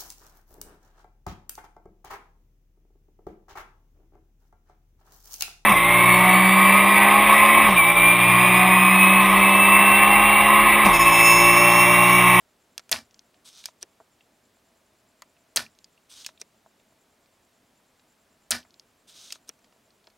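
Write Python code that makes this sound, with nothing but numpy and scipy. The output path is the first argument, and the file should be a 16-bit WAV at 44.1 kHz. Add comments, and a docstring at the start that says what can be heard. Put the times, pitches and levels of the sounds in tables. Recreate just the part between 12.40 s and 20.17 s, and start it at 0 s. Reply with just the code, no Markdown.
"""A quiet room, stereo microphone close to a circuit board: room hum, and a cricket chirping far off throughout.
A solder pump's nozzle lands on the board, a knock of ringing modes; the catch slips, air rushes as filtered
noise, and the piston slams into its stop and shudders. A loose part bounces, the plunger is pushed back with
a hiss of resonant noise, latches and bottoms out, and the knob springs up. Two more shots follow in the same
way, the second after another landing, the third without one; small ticks of handling lie in between."""
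import sys
import numpy as np
from scipy import signal
from scipy.fft import rfft, irfft
from scipy.io import wavfile
from scipy.ndimage import uniform_filter1d

SR = 44100
rng = np.random.default_rng(int(sys.argv[2]) if len(sys.argv) > 2 else 0)


def wrap_up_sound(samples):
    """Save the sound to the file named by the first command line argument, as 16-bit audio."""
    columns = np.atleast_2d(samples).T
    # keep every value between -1 and 1, then stretch to whole-number steps
    tamed = np.clip(columns, -1, 1)
    steps = np.round(tamed * 32767).astype(np.int16)
    wavfile.write(sys.argv[1], SR, steps)


def how_loud(loudness_db):
    """Turn decibels into a plain amplitude multiplier (0 dB gives 1, 20 dB gives 10)."""
    steps = np.asarray(loudness_db, float) / 20
    return 10 ** steps


N = 342657  # length [samples]


def evened(x):
    """Scales to rms 1."""
    return x / np.sqrt(np.mean(x ** 2) + 1e-20)


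def wander(count, window):
    """Random drift of rms 1, smoothed over a window of samples."""
    return evened(uniform_filter1d(rng.standard_normal(count), window))


def read(points, hz):
    """Reads a spectrum table on a log-frequency axis."""
    f, value = np.transpose(points)
    return np.interp(np.log(hz + 1), np.log(f + 1), value)


def colour(x, points):
    """Filters by a spectrum table."""
    hz = np.fft.rfftfreq(len(x), 1 / SR)
    return irfft(rfft(x) * how_loud(read(points, hz)), len(x))


def resonate(x, hz, width):
    """One resonance of gain 1: a decaying complex pole."""
    r = np.exp(-np.pi * width / SR)
    return 2 * signal.lfilter([1 - r], [1, -r * np.exp(2j * np.pi * hz / SR)], x).real


def resonate_twice(x, hz, width):
    """The same resonance passed twice, for steeper skirts."""
    return resonate(resonate(x, hz, width), hz, width)


def add(mix, s, sound):
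    """Mixes a sound in at time s."""
    part = mix[round(s * SR):][:len(sound)]
    part += sound[:len(part)]


def placed(s, sound):
    """A full-length track with one sound at time s."""
    out = np.zeros(N)
    add(out, s, sound)
    return out


# spectrum of the room's hiss and rumble: (frequency [Hz], relative level [dB])
ROOM_SPECTRUM = [(15, -48), (25, -5), (59, -5), (216, -6), (247, -7), (391, -5.5), (460, -7), (652, -7.5),
                 (2140, -13.5), (5790, -18), (7180, -19), (7790, -19.5), (15700, -25.5)]
# two broad hums in the room: (frequency [Hz], width [Hz], level [dB])
ROOM_HUMS = [(232, 82, -75.5), (645, 65, -78.5)]


def room():
    """Steady hiss and rumble with two broad hums that sway a little."""
    hiss = how_loud(-67) * evened(colour(rng.standard_normal(N), ROOM_SPECTRUM))
    hum = sum(how_loud(db) * evened(resonate(rng.standard_normal(N), hz, w)) for hz, w, db in ROOM_HUMS)
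    return hiss + how_loud(2.0 * wander(N, 3000)) * hum


# the cricket's drift in tempo: (time [s], lead on an even beat [chirps])
CHIRP_DRIFT = [(0, -.09), (.5, -.085), (1, 0), (1.8, 0), (2.2, .05), (2.7, .2), (3.5, .48), (5.6, .5),
               (6.6, .22), (7.2, .29), (7.8, .43)]
# wing strokes of one chirp: (place [share of the beat], level [dB])
WING_STROKES = [(-.21, -3), (-.04, 0), (.13, -4)]


def cricket():
    """Far off: three wing strokes a chirp, each a slightly fuzzy tone, smeared by distance."""
    chirps_per_s, tone_hz, level_db = 9.2, 7280, -72.5  # the even beat, before the drift; level before the sway
    t = np.arange(N) / SR
    beat = (chirps_per_s * t + np.interp(t, *np.transpose(CHIRP_DRIFT)) + .5) % 1 - .5
    strokes = sum(how_loud(db) * np.exp(-((beat - at) / .065) ** 2) for at, db in WING_STROKES)
    fuzz = evened(resonate(rng.standard_normal(N), tone_hz, 350))
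    chirps = evened(np.sin(2 * np.pi * tone_hz * t) + .8 * fuzz) * strokes
    smear = rng.standard_normal(3000) * how_loud(-60 * t[:3000] / 0.037)
    far = chirps + 0.23 * signal.oaconvolve(chirps, smear / np.linalg.norm(smear))[:N]
    return how_loud(level_db + 1.2 * wander(N, 8000)) * far


# modes of the pump's barrel, rod and board: (frequency [Hz], relative level [dB], t60 [s])
BODY_MODES = [(235.3, -32.5, 0.07), (430, -9, 0.035), (649.7, 0, 0.035), (960, -1.5, 0.021),
              (1340, 1, 0.014), (1770, 8.5, 0.0054), (2435, 1, .015), (2690, 2, .012), (3360, 6, 0.0055),
              (3900, 2, 0.0063), (4260, -0.5, 0.0086), (4590, 2.5, 0.01), (5225, 11.5, 0.0038),
              (5800, 1, 0.0053), (6400, 9, 0.0048), (7270, -3, 0.0087), (8500, 11, 0.0018),
              (8450, 16, 0.0009), (8820, -1, 0.0034), (10900, 3, .006), (12960, 3.5, 0.0066),
              (14800, -4.5, .006)]


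def blow(db, centre_hz, spread, scatter_db):
    """Rings the modes near the centre; a scatter of small echoes and chatter follows, longer for dull knocks."""
    hz, mode_db, t60 = np.transpose(BODY_MODES)[:, :, None]
    t = np.arange(5000) / SR
    weight_db = mode_db - np.minimum(6 * (np.log2(hz / centre_hz) / spread) ** 2, 34)
    detune, lag = rng.standard_normal((2, *hz.shape))  # each blow lands a little differently
    contact = np.sin(np.pi / 2 * np.minimum(t / (.0002 + .5 / centre_hz), 1)) ** 2
    phase = 2 * np.pi * hz * (1 + .015 * detune) * (t - .75 / centre_hz) + .9 * lag
    ring = contact * (how_loud(weight_db - 60 * t / t60) * np.sin(phase)).sum(0)

    chatter_t60 = .022 * (5000 / centre_hz) ** .45
    chatter = evened(rng.standard_normal(5000) * rng.exponential(1, 5000))
    echoes = chatter * how_loud(-60 * t / chatter_t60) * np.minimum(t / 0.0012, 1)
    after = signal.fftconvolve(ring[:300] * np.hanning(600)[300:], echoes)

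    crack = np.diff(rng.standard_normal(5001)) * how_loud(-60 * t / 0.003)  # hard faces meet with a short wide tick
    out = -ring / abs(ring).max() + how_loud(-20.5 + 6 * np.log2(centre_hz / 5000)) * crack
    add(out, 0, how_loud(scatter_db) * after / after[:300].std() / 2)
    return how_loud(db) * out


# Sets of blows below share the columns:
# (delay [s], relative level [dB], centre [Hz], spread [octaves to -6 dB], scatter gain [dB])


def strike(s, db, blows):
    """Plays a set of blows at time s."""
    return sum(placed(s + delay, blow(db + blow_db, *tone)) for delay, blow_db, *tone in blows)


# small ticks and knocks of handling: (time [s], level [dB], centre [Hz], spread [octaves to -6 dB])
HANDLING_TAPS = [(.3948, -27.5, 2640, 1.6), (0.4934, -32, 5100, 2.3), (.5604, -24.5, 2520, 0.17),
                 (.943, -49, 2660, 0.58), (1.6016, -39.5, 810, 0.74), (1.607, -45.5, 392, 1.27),
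                 (1.808, -48, 2920, 0.15), (2.966, -56.5, 2850, .2), (3.264, -40.5, 2500, .19),
                 (3.577, -52, 2780, 0.083), (3.976, -48.5, 3340, .4), (4.2615, -44, 703, 0.75),
                 (4.399, -56, 2980, 0.34), (4.523, -57, 900, .44), (4.859, -55, 3980, 1.3),
                 (4.991, -61.5, 304, 1.8), (5.4, -57, 700, 1.1), (5.595, -52.5, 2990, 0.62),
                 (6.229, -44.5, 3500, 0.31), (6.25, -48, 1050, 0.77), (7.19, -55.5, 3940, 1.9),
                 (7.244, -47.5, 2440, 1.76), (7.325, -50, 1500, 2.3), (7.36, -59, 498, .89),
                 (7.505, -51.5, 4030, .25), (7.642, -53.5, 4000, 0.44), (7.671, -39.5, 3460, 0.45),
                 (7.675, -45.5, 760, 1), (7.701, -51, 5050, 1.1)]


def taps():
    """Small blows of handling; faint ones are farther and more smeared."""
    out = np.zeros(N)
    for s, db, hz, spread in HANDLING_TAPS:
        scatter_db = -10 - 0.32 * (db + 48.5)
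        add(out, s, blow(db, hz, spread, scatter_db))
    return out


# bounces of a loose part in the barrel after each shot: (time [s], level [dB])
BOUNCES = [(0.71, -44.5), (0.744, -39.5), (.793, -33), (3.351, -50.5), (3.3885, -40.5), (3.444, -33),
           (6.307, -44.5), (6.342, -41), (6.3968, -33.5)]


def rattles():
    """A loose part bounces in the barrel; softer bounces are duller."""
    out = np.zeros(N)
    for s, db in BOUNCES:
        centre_hz = 5300 + 62 * (db + 30)
        add(out, s, blow(db, centre_hz, 0.47, -19.5))
    return out


# the nozzle lands on the board: (time [s], tip click level [dB], board knock level [dB])
NOZZLE_LANDINGS = [(0.3791, -17, -39), (2.8209, -28.5, -36)]
# blows of the tip's click and of the board's knock
TIP_CLICK = [(0, 0, 5500, 1, -18.5)]
BOARD_KNOCK = [(.0006, 0, 1450, 0.66, -8)]


def landings():
    """The hard tip clicks and the board answers with a duller knock."""
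    return sum(strike(s, tip_db, TIP_CLICK) + strike(s, board_db, BOARD_KNOCK)
               for s, tip_db, board_db in NOZZLE_LANDINGS)


# resonances of the dragging seal, each passed twice: (frequency [Hz], width of a pass [Hz], level [dB])
SEAL_RESONANCES = [(1500, 1100, -8.5), (2420, 840, -13), (3710, 1600, 4.5), (4750, 2860, 3),
                   (5900, 2300, 2)]
# resonances of air in the nozzle, each passed twice: (frequency [Hz], width of a pass [Hz], level [dB])
NOZZLE_RESONANCES = [(8000, 2500, 16), (10770, 4000, -11), (13320, 3700, -23.5)]


def stroke(s, hiss_db):
    """The seal drags along the barrel in tiny slips while air hisses out of the nozzle."""
    t = np.arange(s[0], s[-1], 1 / SR)
    air_db = -15.5 + 11.5 * np.exp(-((t - s[0]) / 0.071) ** 2)  # against the seal: high at first, then settling
    slips = rng.standard_normal(len(t)) * how_loud(1.6 * wander(len(t), 60))
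    seal = sum(how_loud(db) * resonate_twice(slips, hz, w) for hz, w, db in SEAL_RESONANCES)
    air = sum(how_loud(db) * resonate_twice(slips, hz, w) for hz, w, db in NOZZLE_RESONANCES)
    hiss = evened(seal) + how_loud(air_db) * evened(air)
    return placed(s[0], how_loud(np.interp(t, s, hiss_db)) * hiss * signal.windows.tukey(len(t), .05))


# the thumb lets go and the knob springs up against its stop: (time [s], level [dB])
KNOB_RELEASES = [(1.428, -20), (4.0151, -21), (7.092, -22)]
# blows of the knob on its stop
KNOB_STOP = [(0, -1.5, 5800, 0.07, -23), (0, -7, 8850, 0.25, -21), (.0005, -24, 2500, .8, 3),
             (.001, -26, 430, 0.31, -9.5)]


def spring_ups():
    """The knob's short slide swells into the click of the stop and dies at once."""
    slide_s, slide_db, rise_db, fall_db = 0.018, -29.5, 11, 46  # slide level is against the click
    out = np.zeros(N)
    for s, db in KNOB_RELEASES:
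        top_db = db + slide_db
        out += stroke([s - slide_s, s, s + slide_s], [top_db - rise_db, top_db, top_db - fall_db])
        out += strike(s, db, KNOB_STOP)
    return out


# pushes on the plunger up to the nudge, one table a cocking: (time [s], hiss level [dB])
PUSHES = [
    [(1.04, -84), (1.048, -63), (1.058, -50.5), (1.088, -51.5), (1.112, -58.5), (1.198, -49.5), (1.23, -58)],
    [(3.685, -86), (3.699, -54), (3.719, -50.5), (3.755, -53.5), (3.765, -49.5), (3.823, -48), (3.84, -55)],
    [(6.664, -85), (6.678, -58.5), (6.7, -52.5), (6.736, -59), (6.76, -50.5), (6.878, -50.5),
     (6.892, -52.5)],
]
# the plunger nudges the catch, latches, then bottoms out, one row a cocking: (time [s], level [dB])
CATCH_NUDGES = [(1.24, -30), (3.8468, -27), (6.905, -28)]
CATCH_LATCHINGS = [(1.257, -16), (3.8636, -15.5), (6.924, -16.5)]
PLUNGER_BOTTOMINGS = [(1.285, -39.5), (3.889, -36.5), (6.956, -43)]
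# blows of a nudge, a latching and a bottoming
NUDGE_BLOWS = [(0, -3, 3330, 0.35, -9), (0, -7, 8000, 0.7, -22)]
LATCH_BLOWS = [(0, 0, 5900, 0.84, -15), (0, -11, 2380, 0.46, -14.5), (.0003, -14, 13000, 0.73, -18),
               (.003, -14, 5700, .65, -30)]
BOTTOM_BLOWS = [(0.0013, 0, 1150, 1, -16.5)]


def cockings():
    """The plunger hisses down, nudges the catch, latches and bottoms out."""
    out = np.zeros(N)
    for push, nudge, latching, bottoming in zip(PUSHES, CATCH_NUDGES, CATCH_LATCHINGS, PLUNGER_BOTTOMINGS):
        s, hiss_db = np.transpose(push)
        s = [*s, latching[0], bottoming[0], bottoming[0] + 0.04]
        hiss_db = [*hiss_db, -51, -52.5, -81]  # at the latch, at the bottom, faded out
        out += stroke(s, hiss_db)
        out += strike(*nudge, NUDGE_BLOWS)
        out += strike(*latching, LATCH_BLOWS)
        out += strike(*bottoming, BOTTOM_BLOWS)
    return out


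# spectrum of the shudder at its start: (frequency [Hz], relative level [dB])
SHUDDER_SPECTRUM = [(88, -36), (150, -8), (254, -6.5), (484, -11), (637, -4), (1020, -3), (1790, -2.5),
                    (3350, -6), (5050, -2), (6640, -11.5), (10800, -11.5), (16000, -29.5)]
# how fast the shudder dies: (frequency [Hz], time to fall 85 dB [s])
SHUDDER_DECAY = [(80, 0.35), (300, 0.22), (1000, 0.18), (3000, 0.18), (6000, .2), (10000, 0.17),
                 (16000, 0.2)]
# board and bench resonances, each passed twice: (frequency [Hz], width of a pass [Hz], relative level [dB])
BENCH_RESONANCES = [(89, 66, -23), (235.5, 35, -17), (650, 73, -20), (1500, 120, -15.5), (1770, 290, -12.5),
                    (2333, 100, -16.5)]


def shudder():
    """The barrel, spring and bench shake after the end stop: gritty noise that dies faster as it goes."""
    grit = rng.standard_normal(16384) * how_loud(2.0 * wander(16384, 60))
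    bench = sum(how_loud(db) * evened(resonate_twice(grit, hz, w)) for hz, w, db in BENCH_RESONANCES)
    shake = evened(colour(grit, SHUDDER_SPECTRUM)) + bench
    hz, t, z = signal.stft(shake, SR, nperseg=256, noverlap=192)
    age = t / read(SHUDDER_DECAY, hz)[:, None]
    tail = signal.istft(z * how_loud(-25 * age - 60 * age ** 2), SR, nperseg=256, noverlap=192)[1]
    return tail * np.minimum(np.arange(len(tail)) / SR / 0.0026, 1)


# shots: (time the catch lets go [s], catch [dB], air rush [dB], end stop [dB], shudder [dB])
PUMP_SHOTS = [(0.5153, -8, -23, -4.5, -30.5), (3.1604, -7.5, -23.5, -3, -30), (6.1076, -6.5, -24, -5, -29)]
# blows of the slipping catch and of the end stop
CATCH_BLOWS = [(0, 1, 8000, 0.072, -17), (.002, -3.5, 6400, 0.3, -31), (.0055, -8, 8500, .8, -16)]
STOP_BLOWS = [(0, 0.5, 3900, 0.43, -22), (.0003, -16.5, 1770, 0.31, -9), (.0004, -17.5, 8566, .5, -8.5),
              (.0034, -13, 2600, 1.8, -21.5)]
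# spectrum of the air rush: (frequency [Hz], relative level [dB])
RUSH_SPECTRUM = [(180, -39.5), (300, -13), (3700, -5.5), (4910, -14), (6300, -2), (6960, -6), (12300, -6.5),
                 (16000, -20.5)]


def shots():
    """The catch slips, the piston flies back sucking air, then slams into the end stop and shudders."""
    travel_s = .0117  # from catch to end stop
    out = np.zeros(N)
    for s, catch_db, rush_db, stop_db, shudder_db in PUMP_SHOTS:
        out += strike(s, catch_db, CATCH_BLOWS)
        gusts = rng.standard_normal(1024) * rng.exponential(1, 1024) ** .5
        rush = evened(colour(gusts, RUSH_SPECTRUM))[:round(.82 * travel_s * SR)]
        add(out, s + .001, how_loud(rush_db) * rush * signal.windows.tukey(len(rush), .5))
        out += strike(s + travel_s, stop_db, STOP_BLOWS)
        add(out, s + travel_s, how_loud(shudder_db) * shudder())
    return out


# side against mid for the room and for the near sounds: (frequency [Hz], level [dB])
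ROOM_WIDTH = [(60, -30), (150, -21), (380, -12.5), (950, -6.5), (2380, -9), (5980, -15), (15000, -28)]
NEAR_WIDTH = [(60, -27), (150, -29), (380, -14.5), (950, -15), (2380, -13), (5980, -18.5), (15000, -24)]


def scene():
    """Pump and cricket sit in the middle with a little scattered side; the room is wider."""
    middle = cricket() + taps() + rattles() + landings() + spring_ups() + cockings() + shots()
    spread = rng.standard_normal(900) * how_loud(-60 * np.arange(900) / SR / .02)  # reflections that differ left and right
    scattered = signal.oaconvolve(middle, spread / np.linalg.norm(spread))[:N]
    side = colour(scattered, NEAR_WIDTH) + colour(room(), ROOM_WIDTH)
    mid = middle + room()
    return np.array([mid + side, mid - side])


def band_limit(x):
    """A steep low-pass at the top of the band."""
    return signal.sosfilt(signal.butter(12, 16830, fs=SR, output="sos"), x)


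def record(dry):
    """The microphone drops the deepest bass and the highest treble."""
    treble_cut = signal.oaconvolve(dry, signal.firwin(301, 15950, fs=SR)[None], "same")
    finished = signal.lfilter(*signal.butter(1, 40, "high", fs=SR), treble_cut)
    return band_limit(finished)


dry = scene()
out = record(dry)
wrap_up_sound(out)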